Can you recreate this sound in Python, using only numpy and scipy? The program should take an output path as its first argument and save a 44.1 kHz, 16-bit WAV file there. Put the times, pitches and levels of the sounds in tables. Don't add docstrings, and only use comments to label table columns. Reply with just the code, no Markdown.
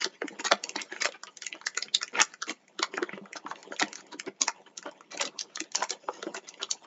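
import sys
import numpy as np
from scipy import signal
from scipy.fft import rfft, irfft
from scipy.io import wavfile
from scipy.ndimage import uniform_filter1d

SR = 44100
rng = np.random.default_rng(int(sys.argv[2]) if len(sys.argv) > 2 else 0)


def pcm_store(signal):
    levels = np.round(np.clip(np.atleast_2d(signal), -1, 1) * 32767)
    wavfile.write(sys.argv[1], SR, levels.astype(np.int16).T)


N = 302526


def gain_of(db):
    return 10 ** (np.asarray(db) / 20)


def unit_rms(x):
    return x / np.sqrt(np.mean(x ** 2) + 1e-20)


def unit_energy(x):
    return x / (np.linalg.norm(x) + 1e-12)


def curve_at(points, hz):
    known_hz, value = np.transpose(points)
    return np.interp(np.log(hz + 1), np.log(known_hz), value)


def add(mix, start_s, sound):
    part = mix[max(round(start_s * SR), 0):][:len(sound)]
    part += sound[:len(part)]


def band(x, low_hz, high_hz, order=3):
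    return signal.sosfilt(signal.butter(order, [low_hz, high_hz], "band", fs=SR, output="sos"), x)


def resonate(x, hz, q):
    return signal.lfilter(*signal.iirpeak(hz, q, fs=SR), x)


def slips(count, per_s, spread_db, smooth):
    at = np.flatnonzero(rng.random(count) < per_s / SR)
    sizes = gain_of(spread_db * np.minimum(rng.exponential(1, len(at)), 4))
    clicks = np.zeros(count)
    clicks[at] = sizes * rng.choice([-1, 1], len(at))
    return unit_rms(unit_rms(clicks) + smooth * rng.standard_normal(count))


def grip_wobble(count, step_s, depth_db):
    t = np.arange(count) / SR
    steps = rng.standard_normal(512)
    return gain_of(depth_db * np.interp(t / step_s, np.arange(len(steps)), steps))


# frequency in Hz, relative level in dB.
HUSH_TONE = [(60, -42), (100, -4.5), (240, 1), (600, -7.5), (7500, -21)]


def hush():
    tone = gain_of(curve_at(HUSH_TONE, np.fft.rfftfreq(N, 1 / SR)))
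    return gain_of(-70.5) * unit_rms(irfft(rfft(rng.standard_normal(N)) * tone, N))


# bottom in Hz, top in Hz.
FRICTION_BANDS = [(190, 1142), (900, 3254), (3000, 7600)]
# low, middle and high band in dB.
RUB_BALANCE = (-1, -2, -6)
# time in seconds, relative bass and treble levels in dB.
RUBBING = [(0.0, -62.5, -59.5), (.34, -57.5, -61.5), (.59, -55, -57), (.95, -58, -54), (1.26, -68, -67),
           (1.99, -59, -59), (2.35, -67.5, -63.5), (2.56, -75.5, -68), (2.791, -61, -71), (3.0, -50.5, -64),
           (3.34, -59, -70.5), (3.551, -56.5, -64.5), (3.9, -51, -56), (4.282, -65.5, -72.5),
           (5.049, -60, -66.5), (5.249, -50, -78), (5.35, -58, -67), (5.66, -63, -63), (5.71, -68, -69.5),
           (6.2, -53.5, -59), (6.31, -53, -65.5), (6.38, -56.5, -59.5), (6.86, -59.5, -62)]


def rubbing():
    times, bass_db, treble_db = np.transpose(RUBBING)
    t = np.arange(N) / SR
    bass, treble = gain_of(np.interp(t, times, bass_db)), gain_of(np.interp(t, times, treble_db))
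    middle = np.sqrt(bass * treble)
    spectrum = signal.stft(slips(N, per_s=420, spread_db=2.9, smooth=.95), nperseg=512)[2]
    patches = uniform_filter1d(rng.standard_normal(spectrum.shape), size=5, axis=0)
    patches = uniform_filter1d(patches, size=6, axis=1)
    rub = signal.istft(spectrum * gain_of(5.2 * unit_rms(patches)))[1][:N]
    out = np.zeros(N)
    for (low, high), band_db, level in zip(FRICTION_BANDS, RUB_BALANCE, (bass, middle, treble)):
        out += gain_of(band_db) * level * unit_rms(band(rub, low, high))
    return out * grip_wobble(N, step_s=.02, depth_db=3.2)


LEAD_S = .02
FIRM_DB = -30.5
BLOW_SCALE = np.sqrt(.005 * SR)


def contact(t, db, chatter, chatter_s, rattle_db):
    before, after = np.minimum(t, 0), np.maximum(t, 0)
    swell = slips(len(t), per_s=3000, spread_db=1, smooth=.95) * np.exp(before / .0046) * (t < 0)
    swell_db = -12 + .58 * min(db - FIRM_DB, 0)
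    settle = rng.standard_normal(len(t)) * np.exp(-after / chatter_s) * (t >= 0)
    rattle = slips(len(t), per_s=900, spread_db=2, smooth=.5) * np.exp(-after / .01) * (t > .003)
    touch = 4.2 * unit_energy(rng.standard_normal(len(t)) * np.exp(-after / .0011) * (t >= 0))
    touch[np.searchsorted(t, 0)] += .5
    return (unit_energy(touch) + chatter * unit_energy(settle)
            + gain_of(swell_db) * unit_energy(swell) + gain_of(rattle_db) * unit_energy(rattle))


def flatten(x, width_hz):
    spectrum = rfft(x)
    power = uniform_filter1d(abs(spectrum) ** 2, max(round(width_hz * len(x) / SR), 1))
    return unit_energy(irfft(spectrum / np.sqrt(abs(power) + 1e-12), len(x)))


WALL_RATIOS = (0.718, 0.868, 1.194, 1.421)


def wall_ring(push, hz, q, ring_q, ring_gain):
    broad = resonate(push, hz, q)
    note = unit_energy(unit_energy(broad) + unit_energy(resonate(broad, hz, q)))
    ring = unit_energy(resonate(push, hz, ring_q))
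    extras = sum(rng.standard_normal() * resonate(push, hz * ratio, q=20) for ratio in WALL_RATIOS)
    return note + ring_gain * ring + .8 * unit_energy(extras)


PLASTIC_PARTS = {"box": (970, 3150, -6), "cap": (1080, 3000, -20), "lid": (1100, 6400, -12.5),
                 "tray": (1330, 6100, -10), "base": (1380, 4420, -21), "chest": (1560, 3000, -24),
                 "body": (1770, 3300, -10), "head": (1750, 5760, -16), "leg": (2150, 4440, -20),
                 "hand": (2100, 6900, -27), "foot": (2450, 5750, -27), "arm": (2750, 2900, -30),
                 "peg": (2800, 6700, -28)}
# time in seconds, part, relative strength in dB, # hardness in dB (how much louder the
CLICKS = [(.017, "head", -28.5, -13), (0.03, "base", -37, -1), (0.0445, "base", -19.5, 8.5),
          (0.219, "body", -27.5, -21), (.281, "hand", -31.5, -5.5), (.396, "hand", -33, -8),
          (0.449, "lid", -27, 4), (0.481, "leg", -31, -2), (0.5142, "base", -19, -8),
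          (0.5196, "body", -13.5, 1.5), (0.639, "peg", -26, 8), (0.6936, "peg", -29, 4.5),
          (0.761, "leg", -25.5, 5), (0.8, "arm", -36, -8), (.817, "head", -28.5, 19),
          (0.923, "body", -34, -7.5), (.963, "body", -34.5, -17), (1.0208, "head", -21.5, 1.5),
          (1.047, "leg", -24, -3), (1.055, "hand", -19.5, -5.5), (1.088, "cap", -41.5, 13),
          (1.122, "arm", -41, 2), (1.235, "tray", -33, 2.5), (1.27, "arm", -42, 1),
          (1.371, "hand", -35.5, 17.5), (1.421, "leg", -32.5, 6), (1.447, "peg", -39.5, -1),
          (1.4665, "peg", -25, 5.5), (1.527, "arm", -29.5, -19), (1.551, "lid", -44.5, -8),
          (1.614, "cap", -41, -6), (1.64, "body", -48.5, -12), (1.668, "head", -20, 2),
          (1.748, "peg", -41, -4), (1.7753, "hand", -20.5, 2.5), (1.8253, "leg", -24, 10.5),
          (1.883, "leg", -41, -27), (1.948, "leg", -12.5, 24), (2.015, "base", -31.5, -4),
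          (2.03, "head", -23.5, 4), (2.079, "hand", -38.5, -3), (2.192, "body", -23, -13),
          (2.2016, "body", -17, -0.5), (2.2167, "tray", -10.5, 12), (2.338, "head", -38.5, -2.5),
          (2.4217, "base", -29.5, 3.5), (2.4259, "base", -26.5, 1), (2.468, "base", -42, -1.5),
          (2.495, "leg", -26.5, -4.5), (2.68, "hand", -51.5, -1), (2.792, "chest", -28, 3),
          (2.8284, "leg", -18.5, 3.5), (2.841, "base", -33, -6), (2.939, "hand", -34, -17),
          (2.973, "head", -29.5, -8), (2.9783, "base", -26, -28), (3.0282, "chest", -26, -9),
          (3.093, "body", -33, -33.5), (3.131, "body", -34, -31), (3.177, "base", -42.5, -20),
          (3.256, "base", -44, -16), (3.3304, "hand", -33, -5), (3.367, "base", -35.5, 1),
          (3.462, "cap", -48, -4), (3.512, "cap", -34, -8.5), (3.557, "arm", -42.5, -9),
          (3.629, "hand", -42.5, 4), (3.7216, "base", -33.5, -26), (3.764, "arm", -39.5, 3),
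          (3.797, "hand", -21.5, 1), (3.8199, "body", -25.5, 2), (3.8249, "chest", -18.5, -4),
          (3.882, "foot", -43, 1), (3.93, "foot", -34, 4), (3.956, "foot", -33, 10),
          (4.007, "hand", -46, 3), (4.067, "hand", -53.5, 4), (4.128, "lid", -44, -1),
          (4.1979, "hand", -27, 1.5), (4.262, "base", -44.5, 2.5), (4.4171, "foot", -14.5, 23),
          (4.4807, "head", -19, 2), (4.492, "base", -34.5, -14), (4.7771, "foot", -30, 25.5),
          (4.827, "head", -41, -1.5), (4.8618, "box", -35.5, -16), (4.913, "hand", -51.5, 11),
          (5.008, "lid", -44, -9), (5.119, "lid", -38.5, 10), (5.175, "hand", -31.5, 2.5),
          (5.198, "arm", -27.5, -17), (5.21, "box", -25.5, 6), (5.2136, "peg", -21, 6.5),
          (5.226, "leg", -28, 4), (5.253, "box", -29.5, 12.5), (5.275, "arm", -35, 3),
          (5.391, "leg", -26, 28), (5.401, "leg", -41, 12), (5.4105, "head", -26, 21),
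          (5.5579, "lid", -29, 22), (5.573, "body", -33, -6), (5.604, "foot", -24.5, 3.5),
          (5.64, "leg", -45.5, 5), (5.719, "foot", -40.5, 13.5), (5.7495, "peg", -26.5, 4.5),
          (5.756, "foot", -18, 20.5), (5.8242, "chest", -30.5, -1.5), (5.83, "head", -31, 9),
          (5.839, "hand", -28.5, 1.5), (5.895, "foot", -32, 9), (5.9061, "foot", -22.5, 13),
          (6.0865, "box", -27, -40), (6.2272, "chest", -31.5, 0.5), (6.267, "base", -43, -13),
          (6.3454, "lid", -30.5, -2.5), (6.366, "arm", -35.5, 2.5), (6.4884, "hand", -34.5, 19),
          (6.54, "arm", -43, -4), (6.618, "arm", -39, 12), (6.6304, "box", -24, 12.5),
          (6.69, "cap", -44.5, -17), (6.712, "foot", -18.5, 29), (6.845, "cap", -47.5, -9)]


def clicks():
    out = np.zeros(N)
    t = np.arange(-LEAD_S, .1, 1 / SR)
    for time_s, part, db, hard_db in CLICKS:
        shell_hz, edge_hz, thud_db = PLASTIC_PARTS[part]
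        chatter = gain_of(-6.5 + .22 * max(hard_db, 0) + .5 * (FIRM_DB - db))
        push = contact(t, db, chatter, chatter_s=.0029, rattle_db=-19 + .26 * hard_db)
        push = flatten(push, width_hz=3000)
        shell_shift, edge_shift = 1 + np.array([.031, .095]) * rng.uniform(-.85, 1, 2)
        shell = wall_ring(push, shell_hz * shell_shift, q=1.95, ring_q=18, ring_gain=.25)
        shell = unit_energy(band(shell, 1120, 3340))
        edge = wall_ring(push, edge_hz * edge_shift, q=.5, ring_q=4, ring_gain=1.1)
        edge = unit_energy(band(edge, 2770, 8400))
        thud = unit_energy(band(push, 350, 1200, order=2))
        blow = unit_energy(gain_of(hard_db) * edge - shell + gain_of(thud_db) * thud)
        add(out, time_s - LEAD_S, gain_of(db) * BLOW_SCALE * blow)
    return out


SURFACE_TONES = {"film": (-19, -1.9, 0), "card": (-8.5, 0, -18.5), "table": (-0.11, -1.2, 0),
                 "skin": (0, -3.5, -18.5)}
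# time of the peak in seconds, surface, length in seconds, relative level in dB.
SLIDES = [(0.023, "film", 0.039, -35.5), (0.059, "table", 0.032, -44), (0.401, "table", 0.032, -42),
          (0.461, "film", 0.037, -28.5), (0.791, "card", 0.099, -40.5), (0.932, "card", 0.074, -45.5),
          (1.018, "film", 0.028, -30), (1.058, "film", 0.038, -32.5), (1.152, "card", 0.033, -45.5),
          (1.284, "card", 0.038, -51.5), (1.431, "film", 0.021, -45.5), (1.559, "skin", 0.041, -50.5),
          (2.16, "card", 0.062, -33.5), (2.197, "card", 0.066, -25.5), (2.499, "table", 0.052, -38.5),
          (2.948, "table", 0.065, -55), (3.148, "card", 0.089, -51.5), (3.368, "table", 0.033, -43.5),
          (3.5, "table", 0.071, -55.5), (3.584, "table", 0.083, -60.5), (3.737, "table", 0.047, -52),
          (3.806, "film", 0.026, -32), (3.991, "film", 0.046, -51.5), (4.131, "table", 0.038, -48),
          (4.279, "skin", 0.026, -37.5), (4.423, "table", 0.039, -41.5), (4.455, "film", 0.061, -55),
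          (4.673, "card", 0.023, -49.5), (4.788, "film", 0.021, -52.5), (4.872, "skin", 0.053, -41.5),
          (5.134, "table", 0.055, -45), (5.219, "table", .04, -36.5), (5.258, "table", 0.053, -43.5),
          (5.415, "film", 0.038, -49.5), (5.769, "film", 0.068, -56), (5.807, "table", 0.12, -45.5),
          (5.92, "table", 0.047, -45), (6.15, "table", 0.075, -54.5), (6.366, "table", 0.046, -43),
          (6.485, "film", 0.032, -50), (6.618, "card", 0.045, -42), (6.723, "film", 0.039, -51.5)]


def scrapes():
    out = np.zeros(N)
    for peak_s, surface, length_s, db in SLIDES:
        rise_s, fall_s = .51 * length_s, .49 * length_s
        t = np.arange(-rise_s, fall_s, 1 / SR)
        from_peak = abs(np.where(t < 0, t / rise_s, t / fall_s))
        swell = gain_of(db - 14 * from_peak ** 2.9)
        for (low, high), band_db in zip(FRICTION_BANDS, SURFACE_TONES[surface]):
            friction = slips(len(t), per_s=70 / length_s, spread_db=2.5, smooth=.31)
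            rub = band(friction, low, high) * grip_wobble(len(t), step_s=.007, depth_db=5)
            flex_hz = low * (high / low) ** rng.uniform(.15, .98, 3)
            flex = sum(resonate(rub, hz, q=29) for hz in flex_hz)
            scrape = unit_rms(unit_rms(rub) + 1.6 * unit_rms(flex))
            add(out, peak_s - rise_s, gain_of(band_db) * swell * scrape)
    return out


# time in seconds, pitch in Hz, relative strength in dB.
BUMPS = [(.061, 356, -31), (0.2198, 450, -26), (0.2427, 288, -27), (.307, 203, -39.5), (0.395, 272, -38.5),
         (0.451, 844, -29), (0.5144, 590, -23), (.5192, 712, -13), (0.53, 209.4, -35.5), (0.644, 463, -42),
         (.757, 870, -29.5), (0.76, 310, -33), (.924, 357, -38.5), (1.054, 600, -24.5), (1.087, 538, -33.5),
         (1.772, 452, -38), (2.493, 485, -35.5), (2.795, 332, -29.5), (2.828, 1060, -20), (2.938, 392, -33),
         (2.977, 737, -30.5), (2.98, 278, -31), (3.024, 349, -21), (3.132, 195, -34), (3.176, 440, -35),
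         (3.212, 197, -37.5), (3.449, 288, -37), (3.464, 1100, -28.5), (3.513, 1026, -28),
         (3.709, 357, -36.5), (3.723, 530, -34.5), (3.817, 715, -19.5), (3.825, 315, -27),
         (3.828, 207, -30), (4.143, 290, -36.5), (4.273, 343, -29.5), (4.279, 195.7, -35.5),
         (4.414, 285, -38.5), (4.481, 931, -22.5), (5.236, 484, -36.5), (5.609, 326, -32),
         (5.75, 978, -30.5), (5.823, 910, -19), (5.837, 1000, -30), (6.087, 809, -26), (6.089, 507, -28.5),
         (6.231, 465, -32.5), (6.267, 330, -27), (6.275, 606, -31), (6.346, 702, -37.5)]


def thumps():
    out = np.zeros(N)
    t = np.arange(-LEAD_S, .16, 1 / SR)
    for time_s, hz, db in BUMPS:
        push = flatten(contact(t, db, chatter=.65, chatter_s=.006, rattle_db=-12), width_hz=600)
        thud = band(push, .56 * hz, 1.86 * hz, order=2)
        note = resonate(thud, hz, q=8)
        bump = unit_energy(unit_energy(note) + .45 * unit_energy(thud))
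        add(out, time_s - LEAD_S, gain_of(db) * BLOW_SCALE * bump)
    return out


# time in seconds, level in dB.
DRAG_LEVELS = [(6.0, -70), (6.141, -62), (6.28, -65.5), (6.33, -93)]
# pitch in Hz, relative level in dB.
DRAG_NOTES = [(5030, 5.4), (5380, 8.1), (5960, 3), (6800, 4.4)]


def drag():
    times, levels_db = np.transpose(DRAG_LEVELS)
    swell = np.interp(np.arange(N) / SR, times, gain_of(levels_db), left=0, right=0)
    friction = rng.standard_normal(N)
    song = sum(gain_of(db) * resonate(friction, hz, q=96) for hz, db in DRAG_NOTES)
    return unit_rms(song) * swell


# pitch in Hz, relative level in dB, seconds to fade by 60 dB.
TOY_NOTES = [(785, -7, .06), (1491, -8, .07), (1775, 0, .07), (2030, 1, .07), (2250, 0, .07),
             (3470, 8, .044), (5740, 8, .035), (7037, 22, .01)]


def toy_ring(touches):
    t = np.arange(SR // 8) / SR
    ring = sum(gain_of(db - 60 * t / fade_s) * np.sin(2 * np.pi * hz * t) for hz, db, fade_s in TOY_NOTES)
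    return signal.fftconvolve(touches, unit_energy(ring))[:N]


# delay in seconds, level in dB.
NEAR_ECHOES = [(.003, -16.5), (.0102, -14.5), (0.0165, -19.5), (0.024, -28), (0.033, -28.5)]
# frequency in Hz, seconds to fade by 60 dB.
ROOM_FADE = [(200, 0.27), (1500, 0.32), (7000, 0.17)]


def room(x, scatter_db, scatter_s, tail_db):
    count = SR // 2
    t = np.arange(count) / SR
    hz, times, spectrum = signal.stft(rng.standard_normal(count), SR, nperseg=256)
    fade = gain_of(-60 * times / curve_at(ROOM_FADE, hz)[:, None])
    tail = signal.istft(spectrum * fade, SR, nperseg=256)[1][:count] * np.clip(t / .012, 0, 1)
    scatter = rng.standard_normal(count) * (rng.random(count) < 2000 / SR)
    scatter *= np.exp(-t / scatter_s) * (t > .002)
    response = gain_of(tail_db) * unit_energy(tail) + gain_of(scatter_db) * unit_energy(scatter)
    response[0] += 1
    for delay_s, db in NEAR_ECHOES:
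        smear = rng.standard_normal(count) * np.exp(-t / .0024)
        add(response, delay_s, gain_of(db) * unit_energy(smear))
    return signal.fftconvolve(x, response)[:N]


def scene():
    toys = gain_of(-2) * clicks() + gain_of(-4.5) * thumps() + gain_of(-1.24) * scrapes()
    toys += rubbing() + drag()
    toys += gain_of(-17.5) * toy_ring(toys)
    return (room(toys, scatter_db=-14, scatter_s=.0054, tail_db=-25) + hush())[None]


# frequency in Hz, boost or cut in dB.
MIC_TONE = [(60, -10.5), (115, -14), (160, 4), (205, 4.5), (250, 0), (320, 3), (500, 2), (1800, 0.5),
            (2600, -0.5), (7400, -0.5)]


def record(dry):
    size = 8192
    log_gain = np.log(gain_of(curve_at(MIC_TONE, abs(np.fft.fftfreq(size, 1 / SR)))))
    tone = np.fft.ifft(np.exp(np.conj(signal.hilbert(log_gain)))).real[:size // 2]
    heard = signal.oaconvolve(np.clip(dry, -.7, .7), tone[None])[:, :N]
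    treble_cut = signal.firwin(901, cutoff=7640, window=("kaiser", 7), fs=SR)
    return signal.oaconvolve(heard, treble_cut[None], "same")


dry = scene()
out = record(dry)
pcm_store(out)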